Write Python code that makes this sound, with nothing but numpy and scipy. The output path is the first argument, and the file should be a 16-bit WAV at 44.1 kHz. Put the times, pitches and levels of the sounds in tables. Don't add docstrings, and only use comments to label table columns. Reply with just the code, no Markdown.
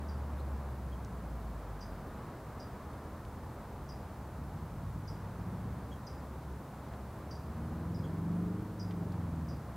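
import sys
import numpy as np
from scipy import signal
from scipy.fft import rfft, irfft, next_fast_len
from scipy.io import wavfile
from scipy.ndimage import map_coordinates

SR = 44100
rng = np.random.default_rng(int(sys.argv[2]) if len(sys.argv) > 2 else 0)


def wrap_up_sound(samples):
    columns = np.atleast_2d(samples).T
    tamed = np.clip(columns, -1, 1)
    steps = np.round(tamed * 32767).astype(np.int16)
    wavfile.write(sys.argv[1], SR, steps)


N = 430416


def amp(db):
    return 10 ** (np.asarray(db) / 20)


def unit(x):
    return x / np.sqrt(np.mean(x ** 2) + 1e-20)


def curves(rows):
    times, *columns = np.transpose(rows)
    return [np.interp(np.arange(N) / SR, times, column) for column in columns]


def wobble(rate):
    points = rng.standard_normal(int(N * rate / SR) + 4)
    return map_coordinates(points, [np.arange(N) * rate / SR])


def filtered(x, response):
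    size = next_fast_len(N + SR // 2)
    return irfft(rfft(x, size) * response(np.fft.rfftfreq(size, 1 / SR)), size)[..., :N]


def noise(spectrum):
    points_hz, db = np.transpose(spectrum)
    colour = lambda hz: amp(np.interp(np.log(hz + 1), np.log(points_hz), db))
    return unit(filtered(rng.standard_normal(N), colour))


def add(track, start_s, sound):
    part = track[max(round(start_s * SR), 0):][:len(sound)]
    part += sound[:len(part)]


def microphone(shared_db=-68.5, own_db=-69.0, whine_hz=9351, whine_db=-91):
    # frequency in Hz, relative level in dB.
    hiss = [(1000, -5), (3500, 1.5), (7000, .5), (11000, -0.5), (16000, -1)]
    whine = amp(whine_db) * np.sin(2 * np.pi * whine_hz * np.arange(N) / SR)
    return amp(shared_db) * noise(hiss) + amp(own_db) * np.array([noise(hiss), noise(hiss)]) + whine


def traffic(tyre_db=-51, rumble_db=-46.5, swell_half_s=0.53):
    # frequency in Hz, relative level in dB.
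    tyre_colour = [(150, -13), (250, -4), (400, -3.5), (550, -3), (750, -4), (1000, -4.5), (1300, -9),
                   (1600, -13.5), (2000, -19), (2600, -26), (3300, -31), (4500, -32.5), (6000, -44),
                   (9000, -55)]
    rumble_colour = [(12, -44), (20, -24), (32, -23), (35, -28), (45, -10), (65, -0.5), (83, -5.5),
                     (103, -4), (140, -4), (177, -11), (203, -7), (400, -21.5), (520, -37), (880, -120)]
    # time when nearest in seconds, boost in dB.
    passes = [(.1, 1.45), (2.2, 1.37)]
    # time in seconds, pitch in Hz, level in dB.
    car = [(2.6, 77, -68), (3, 80, -48), (4.1, 86.1, -53), (5, 100, -40.5), (5.5, 95.5, -50),
           (6.8, 87.8, -74)]
    t = np.arange(N) / SR
    car_hz, car_db = curves(car)
    drone = amp(car_db + 2.6 * wobble(7)) * np.sin(2 * np.pi * np.cumsum(car_hz) / SR)
    swell_db = sum(db / (1 + ((t - nearest_s) / swell_half_s) ** 2) for nearest_s, db in passes)
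    rush = amp(tyre_db + swell_db + 0.55 * wobble(7.4)) * noise(tyre_colour)
    rumble = amp(rumble_db + 0.5 * wobble(2.87)) * noise(rumble_colour)
    return rush + rumble + drone


def exhaust_pipe(hz):
    # centre in Hz, width in Hz, gain in dB.
    rings = [(103, 22, -1), (169.3, 29.8, 2), (234, 15, -6.5), (314, 22, -4), (370.1, 27, -10),
             (450, 43, -4), (553, 110, -8.5)]
    return np.sqrt(sum(amp(2 * db) / (1 + (2 * (hz - centre) / width) ** 2) for centre, width, db in rings))


def engine_load(build_s=0.28, release_s=0.35):
    # start and start of release in seconds, tone and burble boosts in dB.
    spells = [(-.25, 1.85, 9.5, 1.5), (4.15, 5, -1, 11.5), (5.15, 5.7, 2, 13.5), (7.35, 8.51, 2, 11.5),
              (8.72, 9.55, 7, 11)]
    t, boosts = np.arange(N) / SR, []
    for start, end, tone_db, burble_db in spells:
        effort = np.clip(np.minimum((t - start) / build_s, 1 - (t - end) / release_s), 0, 1)
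        boosts.append([effort * tone_db, effort * burble_db])
    return np.max(boosts, axis=0)


def engine(cruise_hz=69.3, cruise_tone_db=-50.5, cruise_burble_db=-55.5, gas_db=-11, low_hz=46):
    # time in seconds, firings per second.
    speed = [(0, 73.5), (.6, 69.1), (1.45, 56.14), (2.2, 40.02), (4.1, 38.93), (4.4, 47), (5.2, 53.25),
             (5.4, 60.1), (5.85, 67.93), (7.1, 69.18), (7.8, 79.87), (8.2, 94.37), (8.62, 104.9),
             (8.85, 102.1), (9.35, 81.76), (9.76, 66.1)]
    # multiple of the crankshaft's speed, relative level in dB.
    burble_tones = [(3, -8), (5, -1.5), (6, -13), (7, 2), (8, -1.5), (9, -4), (11, -3.5), (12, 1), (13, -6),
                    (14, -12), (15, -7.5), (16, -10), (17, -7.5)]
    firing_hz, = curves(speed)
    octaves = np.log2(firing_hz / cruise_hz)
    tone_load_db, burble_load_db = engine_load()
    tone_db = cruise_tone_db + 7 * octaves + tone_load_db + 2 * wobble(6)
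    burble_db = cruise_burble_db + 8.5 * octaves + burble_load_db
    crank_hz = firing_hz / 4
    crank_angle = 2 * np.pi * np.cumsum(crank_hz * (1 + 0.0042 * wobble(14))) / SR
    tone = np.sqrt(2) * np.sin(4 * crank_angle)
    grid_hz = np.arange(1000)
    pipe_gain, burble = exhaust_pipe(grid_hz), np.zeros(N)
    for multiple, db in burble_tones:
        wave = np.sin(round(multiple) * crank_angle + rng.uniform(0, 2 * np.pi))
        flutter_db = 1.63 * wobble(6)
        resonance = np.interp(round(multiple) * crank_hz, grid_hz, pipe_gain)
        burble += amp(db + flutter_db) * resonance * wave
    gas = unit(filtered(rng.standard_normal(N), lambda hz: exhaust_pipe(hz) / (1 + (hz / 520) ** 6)))
    carry = 1 / np.sqrt(1 + (low_hz / firing_hz) ** 10)
    return amp(tone_db) * carry * tone + amp(burble_db) * (burble + amp(gas_db) * gas)


def twig_ticks(ring_db=-9, crack_db=-7, width_hz=2200):
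    # start in seconds, level in dB, pitch in Hz, seconds to fade by 60 dB.
    ticks = [(1.048, -47, 5600, .012), (2.933, -55, 3600, .02), (3.251, -51, 2800, .02),
             (6.937, -51, 1720, .04), (8.908, -46.5, 1990, 0.07), (9.122, -51.5, 4100, .03)]
    out, t = np.zeros(N), np.arange(SR // 20) / SR
    grid_hz = np.fft.rfftfreq(len(t), 1 / SR)
    for start_s, db, hz, fade_s in ticks:
        band = 1 / (1 + ((grid_hz - hz) / width_hz) ** 2)
        crack = amp(crack_db) * unit(irfft(rfft(rng.standard_normal(len(t))) * band, len(t)))
        ring = amp(ring_db) * np.sin(2 * np.pi * hz * t)
        add(out, start_s, amp(db - 60 * t / fade_s) * (ring + crack))
    return out


def tree_echoes(call, echo_s, twigs_db, twigs_fade_s, tail_db, tail_fade_s, echo_db=-4, ground_db=-4):
    t = np.arange(SR // 2) / SR

    def scatter(fade_s):
        envelope = amp(-60 * t / fade_s) * (1 - np.exp(-t / 0.003))
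        return unit(rng.standard_normal(len(t)) * envelope) / np.sqrt(len(t))

    paths = amp(twigs_db) * scatter(twigs_fade_s) + amp(tail_db) * scatter(tail_fade_s)
    paths[0] += 1
    ground_s = 0.0022 * rng.uniform(0.7, 1.3)
    paths[round(ground_s * SR)] += amp(ground_db)
    paths[round(echo_s * SR)] += amp(echo_db)
    heard = signal.fftconvolve(call, paths)
    return heard / np.sqrt(np.sum(heard ** 2) / (SR / 20))


def bird_peeps(arch=0.152, overtone_db=-14):
    # start in seconds, highest pitch in Hz, level in dB, length in seconds.
    peeps = [(0.378, 3730, -75, .012), (0.39, 4250, -73, .022), (0.918, 3300, -69, 0.021),
             (5.912, 3330, -63.5, 0.022), (8.034, 3406, -66.5, 0.024)]
    out = np.zeros(N)
    for start_s, top_hz, db, length_s in peeps:
        hump = np.sin(np.linspace(0, np.pi, int(length_s * SR)))
        pitch_hz = top_hz * (1 + arch * (hump - 1))
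        phase = 2 * np.pi * np.cumsum(pitch_hz) / SR
        call = hump * (np.sin(phase) + amp(overtone_db) * np.sin(2 * phase))
        heard = tree_echoes(call, echo_s=0.0034, twigs_db=0.5, twigs_fade_s=0.13,
                            tail_db=-15, tail_fade_s=0.49)
        add(out, start_s, amp(db) * heard)
    return out


def bird_chips(length_s=0.014, fall_s=0.0051, high_note_db=-3):
    # start in seconds, first and last pitch in Hz, level in dB, echo delay in seconds.
    chips = [(.081, 6170, 4720, -63.5, .008), (1.805, 6420, 4830, -58, .016),
             (2.594, 6320, 4830, -59.5, .011), (3.886, 6170, 4847, -59, .015),
             (5.073, 6150, 4860, -58, 0.01), (6.064, 6286, 4900, -57.5, .012),
             (7.306, 6250, 4703, -57.5, 0.012), (7.941, 5732, 4920, -63, .005),
             (8.792, 6233, 4865, -55.5, .004), (9.482, 6207, 4770, -62, .014)]
    out, t = np.zeros(N), np.arange(int(length_s * SR)) / SR
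    height = np.exp(-(t / fall_s) ** 3)
    envelope = np.sin(np.pi * t / length_s) * amp(high_note_db * height)
    for start_s, first_hz, last_hz, db, echo_s in chips:
        pitch_hz = last_hz + (first_hz - last_hz) * height
        call = envelope * np.sin(2 * np.pi * np.cumsum(pitch_hz) / SR)
        heard = tree_echoes(call, echo_s, twigs_db=5.5, twigs_fade_s=0.22, tail_db=1.5, tail_fade_s=0.51)
        add(out, start_s, amp(db) * heard)
    return out


def scene():
    return bird_chips() + bird_peeps() + twig_ticks() + engine() + traffic() + microphone()


def record(dry, top_hz=15780):
    return filtered(dry, lambda hz: hz < top_hz)


dry = scene()
out = record(dry)
wrap_up_sound(out)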